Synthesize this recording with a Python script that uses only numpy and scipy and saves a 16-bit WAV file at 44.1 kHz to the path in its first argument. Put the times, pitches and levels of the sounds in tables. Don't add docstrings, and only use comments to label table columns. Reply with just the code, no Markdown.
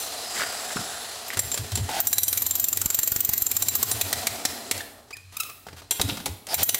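import sys
import numpy as np
from scipy import signal
from scipy.fft import rfft, irfft, next_fast_len
from scipy.io import wavfile
from scipy.ndimage import uniform_filter1d

SR = 44100
rng = np.random.default_rng(int(sys.argv[2]) if len(sys.argv) > 2 else 0)


def int16_out(signal):
    q = np.round(np.clip(np.atleast_2d(signal).T, -1, 1) * 32767)
    wavfile.write(sys.argv[1], SR, q.astype(np.int16))


N = 299439
CUTOFF_HZ = 15750


FULL_BLOWS_PER_S, STALL_BLOWS_PER_S = 23.1605, 2.5
COAST_S, FRICTION_PER_S2 = .692, .814
# first blow in seconds, blows per second at that moment,
# spin-up time in seconds, moment the trigger is let go in seconds.
HAMMER_SPELLS = [(2.0024, 12.875, .17976, 3.4133), (6.5425, 6.66, .129, 7.0)]


def blow_times():
    times, t = [], np.arange(3 * SR) / SR
    friction = FRICTION_PER_S2 * COAST_S
    for first, start_rate, spin_up_s, let_go in HAMMER_SPELLS:
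        driven = FULL_BLOWS_PER_S + (start_rate - FULL_BLOWS_PER_S) * np.exp(-t / spin_up_s)
        coasting = np.exp(-np.maximum(first + t - let_go, 0) / COAST_S)
        rate = (driven + friction) * coasting - friction
        turns = np.cumsum(rate[rate > STALL_BLOWS_PER_S]) / SR
        times += list(first + np.searchsorted(turns, np.arange(turns[-1])) / SR)
    return np.array([s for s in times if s < N / SR])


CRACK_SCATTER_DB = 2.5
# time in seconds, crack in dB, ring in dB,
# ring tilt in dB per main mode, side modes in dB, floor boom in dB.
TIP_CONTACT = [(2.0, -28, -30.5, 8, -50, -46), (2.07, -31, -29.5, 8, -32.5, -48),
               (2.19, -24.5, -29, -3, -28.5, -44.5), (2.33, -30, -32.5, 1, -34.5, -46.5),
               (2.48, -29.5, -32.5, 2, -49, -48), (2.62, -30, -31, 1, -38, -51),
               (2.77, -26.5, -30, -2.5, -64, -43), (2.92, -28.5, -28.5, -3.5, -41, -53),
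               (3.03, -28, -28.5, 3, -41, -51), (3.2, -29.5, -29, 5, -50, -48),
               (3.33, -27, -29.5, 2.5, -44, -46), (3.38, -33.5, -31, 4.5, -42, -54),
               (3.47, -31, -27, 1.5, -67, -46), (3.565, -29, -30, 3, -48, -44),
               (3.63, -27, -32, -5, -30.5, -40), (3.755, -27, -29, 5, -38.5, -44),
               (3.83, -22.5, -26.5, 4, -34, -37.5), (3.92, -30, -40, 11, -31, -36.5),
               (4.01, -18.5, -31.5, 5, -40, -37.5), (4.14, -22, -35.5, 2, -54, -40),
               (4.45, -17, -42, 1, -52, -45), (4.71, -18.5, -43, -8, -50, -44),
               (6.54, -23.5, -32, -1, -33.5, -39), (6.63, -31, -25, 15, -35, -48),
               (6.69, -25, -32.5, 5, -30.5, -45), (6.745, -24, -33.5, 7, -36, -52)]


def hammer_blows():
    times, (s, *columns) = blow_times(), np.transpose(TIP_CONTACT)
    crack, *others = [np.interp(times, s, c) for c in columns]
    scattered = crack + CRACK_SCATTER_DB * rng.standard_normal(len(times))
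    return np.column_stack([times, scattered, *others])


RING_SCATTER_DB, BLOW_RING_DB = 5, -2
BLOW_FREE_S, LOOSENING = 0.025, 0.54


def share_ring(strikes):
    rows, driven_db = [], np.array(BIT_MAIN_MODES)[:, 1]
    for s, crack_db, ring_db, tilt_db, sides_db in strikes:
        scatter_db = RING_SCATTER_DB * rng.standard_normal(len(BIT_MAIN_MODES))
        shares = rms_one(from_db(driven_db + tilt_db * np.array([-1, 0, 1, 1]) + scatter_db))
        mains_db = ring_db + BLOW_RING_DB + 20 * np.log10(shares)
        free_s = BLOW_FREE_S * from_db(LOOSENING * (sides_db - crack_db))
        rows.append((s, crack_db, *mains_db, sides_db, free_s))
    return rows


SLAB_HZ, SLAB_OCTAVES, SLAB_WIDTH_HZ, SLAB_DB = 1900, .8, 240, -12.5
# frequency in Hz, level in dB per Hz.
STONE_COLOUR = [(30, -25), (200, -1.5), (500, 2), (1300, -1), (2800, 1.5), (4000, 6.5), (5000, 3),
                (6200, 4.5), (8000, 5.5), (11400, 0.5), (15600, -4.5)]
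# frequency in Hz, level in dB per Hz.
CLASH_COLOUR = [(2000, -23.5), (5200, -8.5), (6150, 1), (6800, -0.5), (7400, 8), (8000, -1), (9500, 0),
                (11400, -7), (12350, 9), (13000, -3), (14400, -7), (15600, -3.5)]


def cracks(strikes, crack_db=8.0, crack_t60=0.056, snap_db=12.0, snap_t60=0.0021,
           strike_db=4.0, strike_t60=0.0059, clash_db=13.5, clash_t60=0.04,
           firm_db=-21.0, shortening=0.26):
    out, size = np.zeros(N), SR // 8
    for s, level_db, *rings, _ in strikes:
        t60 = crack_t60 * from_db(-shortening * max(level_db - firm_db, 0))
        snap = from_db(snap_db) * burst(STONE_COLOUR, snap_t60, size)
        stone = burst(STONE_COLOUR, t60, size) + snap
        slab_hz = np.clip(SLAB_HZ * 2 ** (SLAB_OCTAVES * rng.standard_normal()), SR / 100, SR / 8)
        slab = rms_one(resonate(stone, slab_hz, SLAB_WIDTH_HZ))
        stone = stone + from_db(SLAB_DB) * stone.std() * slab
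        strike = from_db(strike_db) * burst(CLASH_COLOUR, strike_t60, size)
        rattle_gain = np.linalg.norm(from_db(rings)) * from_db(clash_db)
        rattle = rattle_gain * burst(CLASH_COLOUR, clash_t60, size)
        add(out, s, from_db(level_db + crack_db) * (stone + strike) + rattle)
    return out


SEATED_DB, DETUNE, CHATTER_TURNS = -26, .0022, .11
# frequency in Hz, level in dB under the
# piston, t60 in seconds before the ring is lengthened by ring_scale.
BIT_MAIN_MODES = [(7342, -1, .04), (12245, -1, .036), (13520, -13, .045), (14375, -.5, .048)]
# frequency in Hz, level in dB under the
# piston, level in dB when tapped, t60 in seconds before ring_scale.
BIT_SIDE_MODES = [(3975, -4, -13, .045), (5770, -10, -5, .04), (6110, -2, -14, .016), (7440, -4, 4, .045),
                  (8270, -9, -1, .045), (9062, -2, -6, .045), (10420, -9, 1, .05), (10780, -5, -12, .045)]
# start in seconds, crack in dB, low, middle, upper
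# and top main mode in dB, side modes in dB, typical time it rings free in seconds.
BIT_TAPS = [(1.281, -44, -60, -50, -60, -55, -64, 0.015), (1.333, -39, -64, -58, -60, -58, -68, .012),
            (1.371, -30.5, -55, -56, -58, -56, -49, .008), (1.3921, -23.5, -34, -35, -36, -41, -32, 0.014),
            (1.516, -32.5, -35, -60, -53, -49, -63, 0.021), (1.542, -29.5, -38, -44, -54, -53, -49, .012),
            (1.575, -30, -59, -60, -60, -60, -62, .008), (1.718, -35, -59, -66, -62, -63, -67, .01),
            (1.7544, -27, -35, -51, -52, -55, -38, 0.0081), (1.773, -32.5, -49, -54, -56, -56, -50, .0074),
            (5.9091, -24.5, -34, -35, -34, -56, -33, 0.023), (6.014, -16.5, -55, -53, -48, -37, -50, .006),
            (6.2582, -26, -58, -61, -58, -52, -54, .008)]


def bit(strikes, side_modes_db, spread_db, free_spread, main_db=16.0, side_db=13.5,
        ring_scale=2.7, chatter_db=2.0, chatter_per_s=400):
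    out, t = np.zeros(N), np.arange(SR // 6) / SR
    for s, _, *mains, sides, free_s in strikes:
        scatter_db = spread_db * rng.standard_normal(len(BIT_SIDE_MODES))
        levels = np.r_[np.add(mains, main_db), sides + side_db + side_modes_db + scatter_db]
        for (hz, *_, t60), level_db in zip(BIT_MAIN_MODES + BIT_SIDE_MODES, levels):
            landing_s = free_s * np.exp(free_spread * rng.standard_normal())
            landed = 1 - np.exp(-np.maximum(t / landing_s - 1, 0) * 2)
            chatter_turns = CHATTER_TURNS * drift(chatter_per_s, len(t))
            turns = hz * (1 + DETUNE * rng.standard_normal()) * t + rng.random() + chatter_turns
            level_chatter_db = chatter_db * drift(chatter_per_s, len(t))
            height = from_db(level_db + SEATED_DB * landed + level_chatter_db)
            add(out, s, height * fade(t, t60 * ring_scale) * np.sin(2 * np.pi * turns))
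    return out


# start in seconds, level in dB.
STONE_CHIPS = [(1.303, -29), (4.778, -22.5), (5.168, -30), (5.433, -24), (5.498, -32), (6.468, -24.5)]


def chips(chip_db=0.0, t60=0.021):
    out = np.zeros(N)
    for s, level_db in STONE_CHIPS:
        add(out, s, from_db(level_db + chip_db) * burst(STONE_COLOUR, t60, SR // 8))
    return out


# start in seconds, level in dB, pitch in Hz,
# t60 in seconds.
SLAB_THUMPS = [(0.76, -27.5, 198, 0.04), (1.773, -34, 100, 0.08), (2.859, -7, 110, 0.0062),
               (2.989, -23.5, 110, 0.018), (3.119, -18, 110, 0.013), (3.161, -10.5, 110, 0.0048),
               (3.291, -21.5, 109, 0.026), (3.421, -20.5, 110, 0.012)]


def thumps(thump_db=5.0):
    out, t = np.zeros(N), np.arange(SR // 10) / SR
    for s, level_db, hz, t60 in SLAB_THUMPS:
        add(out, s, from_db(level_db + thump_db) * fade(t, t60) * np.sin(2 * np.pi * hz * t))
    return out


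# start in seconds, level in dB, resonance in Hz.
MORTAR_CRUNCHES = [(0.366, -36, 1800), (0.397, -30, 1590), (0.407, -31, 1700), (0.412, -26, 523),
                   (0.417, -26, 1480), (0.424, -37, 3300), (0.43, -29, 1540), (0.436, -31, 1380),
                   (0.586, -43, 1380), (0.643, -47, 1450), (0.705, -36, 1640), (0.768, -27.5, 1280),
                   (1.303, -33.5, 1850), (1.331, -35, 1740), (1.888, -31, 734), (5.108, -43.5, 915),
                   (5.667, -40, 685), (5.685, -41.5, 1530), (5.497, -45, 2060), (6.089, -32, 4200),
                   (6.098, -27, 3180)]


def crunches(crunch_db=6.0, t60=0.038, width_share=0.43, rough_db=2.5):
    out, size = np.zeros(N), SR // 8
    decay = fade(np.arange(size) / SR, t60)
    for s, level_db, hz in MORTAR_CRUNCHES:
        slips = rng.standard_normal(size) * from_db(rough_db * drift(460, size))
        width_hz = width_share * hz
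        body = rms_one(resonate(resonate(slips, hz, width_hz), hz, 2 * width_hz))
        add(out, s, from_db(level_db + crunch_db) * decay * body)
    return out


# start in seconds, thud in dB, clack in dB.
DULL_KNOCKS = [(0.759, -34, -39), (1.37, -29.5, -29), (1.642, -39, -40), (1.774, -27, -33),
               (1.891, -32, -32.5), (5.106, -55, -40), (5.667, -46, -42.5), (5.685, -47, -44),
               (5.729, -42, -45), (5.818, -50, -45.5), (5.996, -19.5, -25), (6.09, -34, -29),
               (6.116, -32, -45), (6.17, -40, -31), (6.2, -34, -37), (6.261, -36, -31), (6.277, -34, -38)]
# frequency in Hz, level in dB per Hz.
THUD_COLOUR = [(25, -10), (90, 9), (200, 4), (400, 4.5), (800, -12.5), (2000, -68), (16000, -83)]
# frequency in Hz, level in dB per Hz.
CLACK_COLOUR = [(100, -39), (500, 2), (1200, -3), (2500, -7), (5000, -7), (10000, -16), (16000, -19)]


def knocks(thud_db=0.0, thud_t60=0.085, clack_db=5.0, clack_t60=0.052):
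    out, size = np.zeros(N), SR // 5
    for s, low_db, high_db in DULL_KNOCKS:
        thud = from_db(low_db + thud_db) * burst(THUD_COLOUR, thud_t60, size)
        clack = from_db(high_db + clack_db) * burst(CLACK_COLOUR, clack_t60, size)
        add(out, s, thud + clack)
    return out


# start and end in seconds, level at start and end in dB,
# resonance in Hz, its width in Hz, its share in dB.
GRIT_SCRAPES = [(0.342, 0.443, -35, -26.5, 1480, 990, -6), (0.76, 0.831, -38, -38.5, 195, 120, 3),
                (1.295, 1.353, -47, -34, 1730, 980, -5), (1.886, 2.005, -31.5, -27.5, 760, 200, -1),
                (4.719, 4.822, -37, -39.5, 640, 400, -7), (5.321, 5.4, -47.5, -49, 1000, 500, -11),
                (5.402, 5.521, -53, -44.5, 1200, 200, 0.5), (5.763, 5.812, -45, -47.5, 1130, 900, -10),
                (5.91, 5.929, -19, -23, 3260, 900, -5), (6.01, 6.416, -27.5, -60.5, 245, 110, 1.5),
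                (6.473, 6.544, -41.5, -29, 684, 202, 1), (6.485, 6.54, -37, -29.5, 4940, 900, -1),
                (6.579, 6.635, -29.5, -24.5, 716, 247, -15)]
# frequency in Hz, level in dB per Hz.
GRIT_COLOUR = [(100, -9), (400, -4), (1600, -8), (3000, -4), (5000, -5.5), (8000, -9.5), (12000, -12),
               (16000, -18)]


def scrapes(grains_per_s=3500, size_db=-1.0, catch_db=1.0, overtone_db=-9.5):
    out = np.zeros(N)
    for start, end, start_db, end_db, hz, width_hz, share_db in GRIT_SCRAPES:
        size = max(round((end - start) * SR), SR // 100)
        clicks = (rng.random(size) < grains_per_s / SR) * rng.choice([-1, 1], size)
        grains = clicks * from_db(size_db * np.minimum(rng.exponential(1, size), 4))
        grains = grains * from_db(catch_db * drift(190.5, size))
        groan = rms_one(resonate(resonate(grains, hz, width_hz), hz, 2 * width_hz))
        octave = rms_one(resonate(grains, 2 * hz, 2 * width_hz))
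        groan = groan + from_db(overtone_db) * octave
        sound = rms_one(coloured(grains, GRIT_COLOUR) + from_db(share_db) * groan)
        level = from_db(np.linspace(start_db, end_db, size))
        add(out, start, sound * level * signal.windows.tukey(size, .1))
    return out


# start in seconds, length in seconds, base and turning pitch of the
# arched glide in Hz, level in dB, slope in dB per overtone, pitch jitter as a share.
STEEL_SQUEAKS = [(4.803, 0.0108, 1490, 1850, -32, -6.5, 0.068),
                 (5.126, 0.022, 2120, 2510, -36.5, -4, 0.017), (5.147, 0.022, 2050, 1770, -52, -18, .03),
                 (5.351, 0.017, 1130, 1290, -54, -11, .03), (5.367, 0.0084, 1330, 1245, -28, 0.6, 0.054),
                 (5.398, 0.0165, 1414, 1272, -23, 0, 0.04)]


def squeaks(slips_per_s=1800, rough_db=0.0, arch=2.35, body_hz=2600, body_width_hz=500,
            body_db=4.5, count=12):
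    out, orders = np.zeros(N), np.arange(1, count + 1)[:, None]
    for s, length, start_hz, end_hz, level_db, slope_db, jitter in STEEL_SQUEAKS:
        size = round(length * SR)
        glide_hz = start_hz + (end_hz - start_hz) * np.sin(np.linspace(0, arch, size))
        hz = glide_hz * (1 + jitter * drift(slips_per_s, size))
        lift_db = body_db / (1 + ((orders * end_hz - body_hz) / body_width_hz) ** 2)
        weights = from_db(slope_db * orders + lift_db) * (orders * end_hz < CUTOFF_HZ)
        turns = orders * np.cumsum(hz) / SR + rng.random((count, 1))
        tone = np.sum(weights * np.sin(2 * np.pi * turns), axis=0)
        tone = tone * from_db(rough_db * drift(slips_per_s, size))
        add(out, s, from_db(level_db) * rms_one(tone * np.sqrt(np.hanning(size))))
    return out


HOWL_HZ, HOWL_WIDTH_HZ, HOWL_HZ_PER_DB = 712, 100, 4
# time in seconds, rush in dB, housing drone in dB, rumble in dB.
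MOTOR_LEVELS = [(0.0, -34.5, -44.5, -59), (0.68, -33.5, -43.5, -55), (1.17, -37.5, -47.5, -61.5),
                (1.59, -39, -52, -51), (2.12, -39, -53, -53.5), (3.56, -37.5, -54, -49.5),
                (3.86, -33, -48, -47.5), (4.22, -35, -42.5, -49.5), (4.73, -42.5, -49, -50.5),
                (5.05, -58.5, -57.5, -65.5), (5.27, -56, -77, -79), (5.38, -53, -66, -67.5),
                (6.5, -58, -65, -62), (6.79, -54, -50, -49)]
# frequency in Hz, level in dB per Hz.
RUSH_COLOUR = [(530, -27), (900, -5.5), (1830, -6), (2030, -9), (2580, -4.5), (4940, -4), (6130, -4.5),
               (10500, -7), (15800, -17.5)]
# frequency in Hz, level in dB per Hz.
DRONE_COLOUR = [(250, -24.5), (430, -3), (540, -4.5), (700, 2), (800, -0.5), (950, -8.5), (1400, -8.5),
                (2500, -78)]
# frequency in Hz, level in dB per Hz.
RUMBLE_COLOUR = [(20, -42), (70, -3), (160, -5.5), (235, 5.5), (330, 2.5), (440, 5.5), (650, -77),
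                 (1500, -45)]
# centre in Hz, width in Hz,
# level in dB.
AIR_VENTS = [(1900, 250, -14.5), (4110, 120, -12), (4930, 280, -14), (6850, 470, -34), (7570, 600, -11.5),
             (10300, 520, -34)]
# centre in Hz, width in Hz, level in dB.
HALL_RESONANCES = [(234.6, 11, -3), (285.1, 3, -6), (407, 15, -10)]


def motor(rush_db=-2.0, drone_db=2.0, rumble_db=0.0, flutter_db=1.5, swing_db=4.0,
          howl_db=-2.5, treble_hz=7000, dulling=0.12):
    rush, drone, rumble = in_time(MOTOR_LEVELS)
    slowing_db = rush - rush.max()
    hiss = noise(RUSH_COLOUR, N)
    for hz, width_hz, level_db in AIR_VENTS:
        vent = rms_one(resonate(rng.standard_normal(N), hz, width_hz))
        hiss = hiss + from_db(level_db + swing_db * drift(7.9, N)) * vent
    dull = signal.sosfiltfilt(signal.butter(2, treble_hz, fs=SR, output="sos"), hiss)
    hiss = dull + (hiss - dull) * from_db(dulling * slowing_db)
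    howl = gliding_band(HOWL_HZ + HOWL_HZ_PER_DB * slowing_db, HOWL_WIDTH_HZ)
    air = from_db(rush + rush_db) * hiss
    air = air + from_db(drone + drone_db) * noise(DRONE_COLOUR, N)
    air = air + from_db(drone + howl_db) * howl
    lows = noise(RUMBLE_COLOUR, N)
    for hz, width_hz, level_db in HALL_RESONANCES:
        lows = lows + from_db(level_db) * rms_one(resonate(rng.standard_normal(N), hz, width_hz))
    return air * from_db(flutter_db * drift(120, N)) + from_db(rumble + rumble_db) * lows


# start and end in seconds,
# start and end centre in Hz, level in dB.
AIR_SWELLS = [(0.0, 0.31, 4400, 3950, -43), (0.101, 0.7, 5010, 4740, -40), (0.4, 0.71, 8300, 7600, -44),
              (0.421, 1.21, 1350, 1596, -45), (0.48, 1.2, 3780, 3650, -46), (0.502, 1.3, 10750, 10240, -48),
              (0.7, 0.9, 5180, 5350, -42), (0.97, 1.3, 4580, 4300, -48)]


def swells(swell_db=0.0, width_hz=480):
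    out = np.zeros(N)
    for start, end, start_hz, end_hz, level_db in AIR_SWELLS:
        size = round((end - start) * SR)
        band = gliding_band(np.linspace(start_hz, end_hz, size), width_hz)
        add(out, start, from_db(level_db + swell_db) * band * np.sin(np.linspace(0, np.pi, size)))
    return out


BOOM_HZ, BOOM_WIDTH_HZ = 93.6, 17.8
# start in seconds, level in dB, swell in seconds.
FLOOR_BOOMS = [(0.76, -49.5, 0.033), (1.35, -38, 0.058), (1.585, -32, 0.026), (1.715, -29, 0.028),
               (1.785, -25.5, 0.027), (5.1, -56, 0.17), (5.66, -52.5, 0.087), (6.035, -25, 0.021),
               (6.095, -40, 0.025), (6.283, -34.5, 0.025), (6.59, -35, 0.025)]


def boom(blows, boom_db=2.5, evenness=0.48, blow_swell_s=0.033, rest_db=-64.5):
    tone = resonate(rng.standard_normal(N + SR), BOOM_HZ, BOOM_WIDTH_HZ)
    tone = resonate(tone, BOOM_HZ, 2 * BOOM_WIDTH_HZ)[SR:]
    beating = np.sqrt(uniform_filter1d(tone ** 2, SR // 45) + 1e-18)
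    power, t = np.full(N, from_db(rest_db) ** 2), np.arange(SR) / SR
    for s, level_db, swell_s in FLOOR_BOOMS + [(s, db, blow_swell_s) for s, *_, db in blows]:
        swell = (t / swell_s * np.exp(1 - t / swell_s)) ** 2
        add(power, s, (from_db(level_db) * swell) ** 2)
    return from_db(boom_db) * np.sqrt(power) * rms_one(tone / beating ** evenness)


# frequency in Hz,
# t60 in seconds.
LINGER_T60 = [(100, 0.7), (700, 0.65), (3000, 0.62), (8000, 0.26), (15000, 0.82)]


def hallway(x, build_s=0.001):
    t, edges = np.arange(SR) / SR, np.geomspace(50, 18000, 10)
    tail = 0
    for low, high in zip(edges, edges[1:]):
        band_filter = signal.butter(2, [low, high], "band", fs=SR, output="sos")
        band = signal.sosfilt(band_filter, rng.standard_normal(SR))
        tail = tail + band * fade(t, at_hz(LINGER_T60, np.sqrt(low * high)))
    tail = tail * (1 - np.exp(-t / build_s))
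    return signal.fftconvolve(x, tail / np.sqrt(np.sum(tail ** 2)))[:N]


def lingering_ring(main_db=-38.0, side_db=-37.0, width_hz=320, t60=0.42):
    modes = [(hz, main_db + db) for hz, db, _ in BIT_MAIN_MODES]
    modes += [(hz, side_db + db) for hz, db, *_ in BIT_SIDE_MODES]
    out, decay = np.zeros(N), fade(np.arange(SR) / SR, t60)
    for hz, level_db in modes:
        band = resonate(resonate(rng.standard_normal(SR), hz, width_hz), hz, 2 * width_hz)
        add(out, 0, from_db(level_db) * decay * rms_one(band))
    return out


HUSH_DB = -64
# frequency in Hz, level in dB per Hz.
HUSH_COLOUR = [(25, -15), (55, 7), (110, 1), (220, -12), (400, -36), (2000, -50)]


def hush():
    return from_db(HUSH_DB) * noise(HUSH_COLOUR, N)


def from_db(db):
    return 10 ** (np.asarray(db) / 20)


def rms_one(x):
    return x / np.sqrt(np.mean(x ** 2) + 1e-20)


def in_time(rows):
    s, *columns = np.transpose(rows)
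    return [np.interp(np.arange(N) / SR, s, c) for c in columns]


def at_hz(points, hz):
    table_hz, values = np.array(points).T
    return np.interp(np.log(np.maximum(hz, 1)), np.log(table_hz), values)


def noise(spectrum, size):
    return coloured(rng.standard_normal(size), spectrum)


def coloured(x, spectrum):
    size = next_fast_len(len(x))
    gain = from_db(at_hz(spectrum, np.fft.rfftfreq(size, 1 / SR)))
    return rms_one(irfft(rfft(x, size) * gain, size)[:len(x)])


def drift(rate, size):
    return np.interp(np.arange(size) / SR * rate, np.arange(4000), rng.standard_normal(4000))


def resonate(x, hz, width_hz):
    r = np.exp(-np.pi * width_hz / SR)
    feedback = [1, -2 * r * np.cos(2 * np.pi * hz / SR), r * r]
    return signal.lfilter(np.array([1, 0, -1]) * (1 - r * r) / 2, feedback, x)


def gliding_band(hz, width_hz):
    phase = 2 * np.pi * np.cumsum(hz) / SR
    low_pass = signal.butter(2, width_hz / 2, fs=SR, output="sos")
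    a, b = signal.sosfilt(low_pass, rng.standard_normal((2, len(hz))))
    return rms_one(a * np.cos(phase) + b * np.sin(phase))


def fade(t, t60):
    return np.exp(-np.log(1000) * t / t60)


def burst(spectrum, t60, size, rise_s=0.00081):
    t = np.arange(size) / SR
    return (1 - np.exp(-t / rise_s)) * fade(t, t60) * noise(spectrum, size)


def add(out, s, sound):
    i = max(round(s * SR), 0)
    out[i:i + len(sound)] += sound[:max(N - i, 0)]


def scene(ring_wet_db=-9.5, stone_wet_db=-10.0, squeak_wet_db=-8.5):
    blows = hammer_blows()
    driven = share_ring(blows[:, :-1])
    _, driven_db, tapped_db, _ = np.transpose(BIT_SIDE_MODES)
    steel = bit(driven, driven_db, spread_db=4.0, free_spread=0.34)
    steel = steel + bit(BIT_TAPS, tapped_db, spread_db=2.0, free_spread=0.1)
    stone = cracks(driven) + cracks(BIT_TAPS, clash_db=-1.0) + chips()
    stone = stone + knocks() + scrapes() + crunches()
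    squeal = squeaks()
    to_walls = from_db(ring_wet_db) * steel + from_db(stone_wet_db) * stone
    to_walls = to_walls + from_db(squeak_wet_db) * squeal
    echoes = hallway(to_walls) + lingering_ring()
    background = motor() + swells() + boom(blows) + hush()
    return (steel + stone + squeal + thumps() + echoes + background)[None]


def record(dry, threshold_db=-24.0, squeeze=0.81, release_db_per_s=350, attack_s=0.0074,
           top=0.38, low_cut_hz=36):
    power = uniform_filter1d(dry[0] ** 2, SR // 500)
    level_db = 10 * np.log10(np.maximum(power, 1e-12))
    fall = release_db_per_s * np.arange(N) / SR
    over_db = np.maximum.accumulate(np.maximum(level_db - threshold_db, 0) + fall) - fall
    r = np.exp(-1 / (attack_s * SR))
    ducked = dry * from_db(-squeeze * signal.lfilter([1 - r], [1, -r], over_db))
    ducked = signal.sosfilt(signal.butter(2, low_cut_hz, "high", fs=SR, output="sos"), ducked)
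    rounded = top * np.tanh(ducked / top)
    return signal.sosfilt(signal.ellip(10, .2, 80, CUTOFF_HZ, fs=SR, output="sos"), rounded)


dry = scene()
out = record(dry)
int16_out(out)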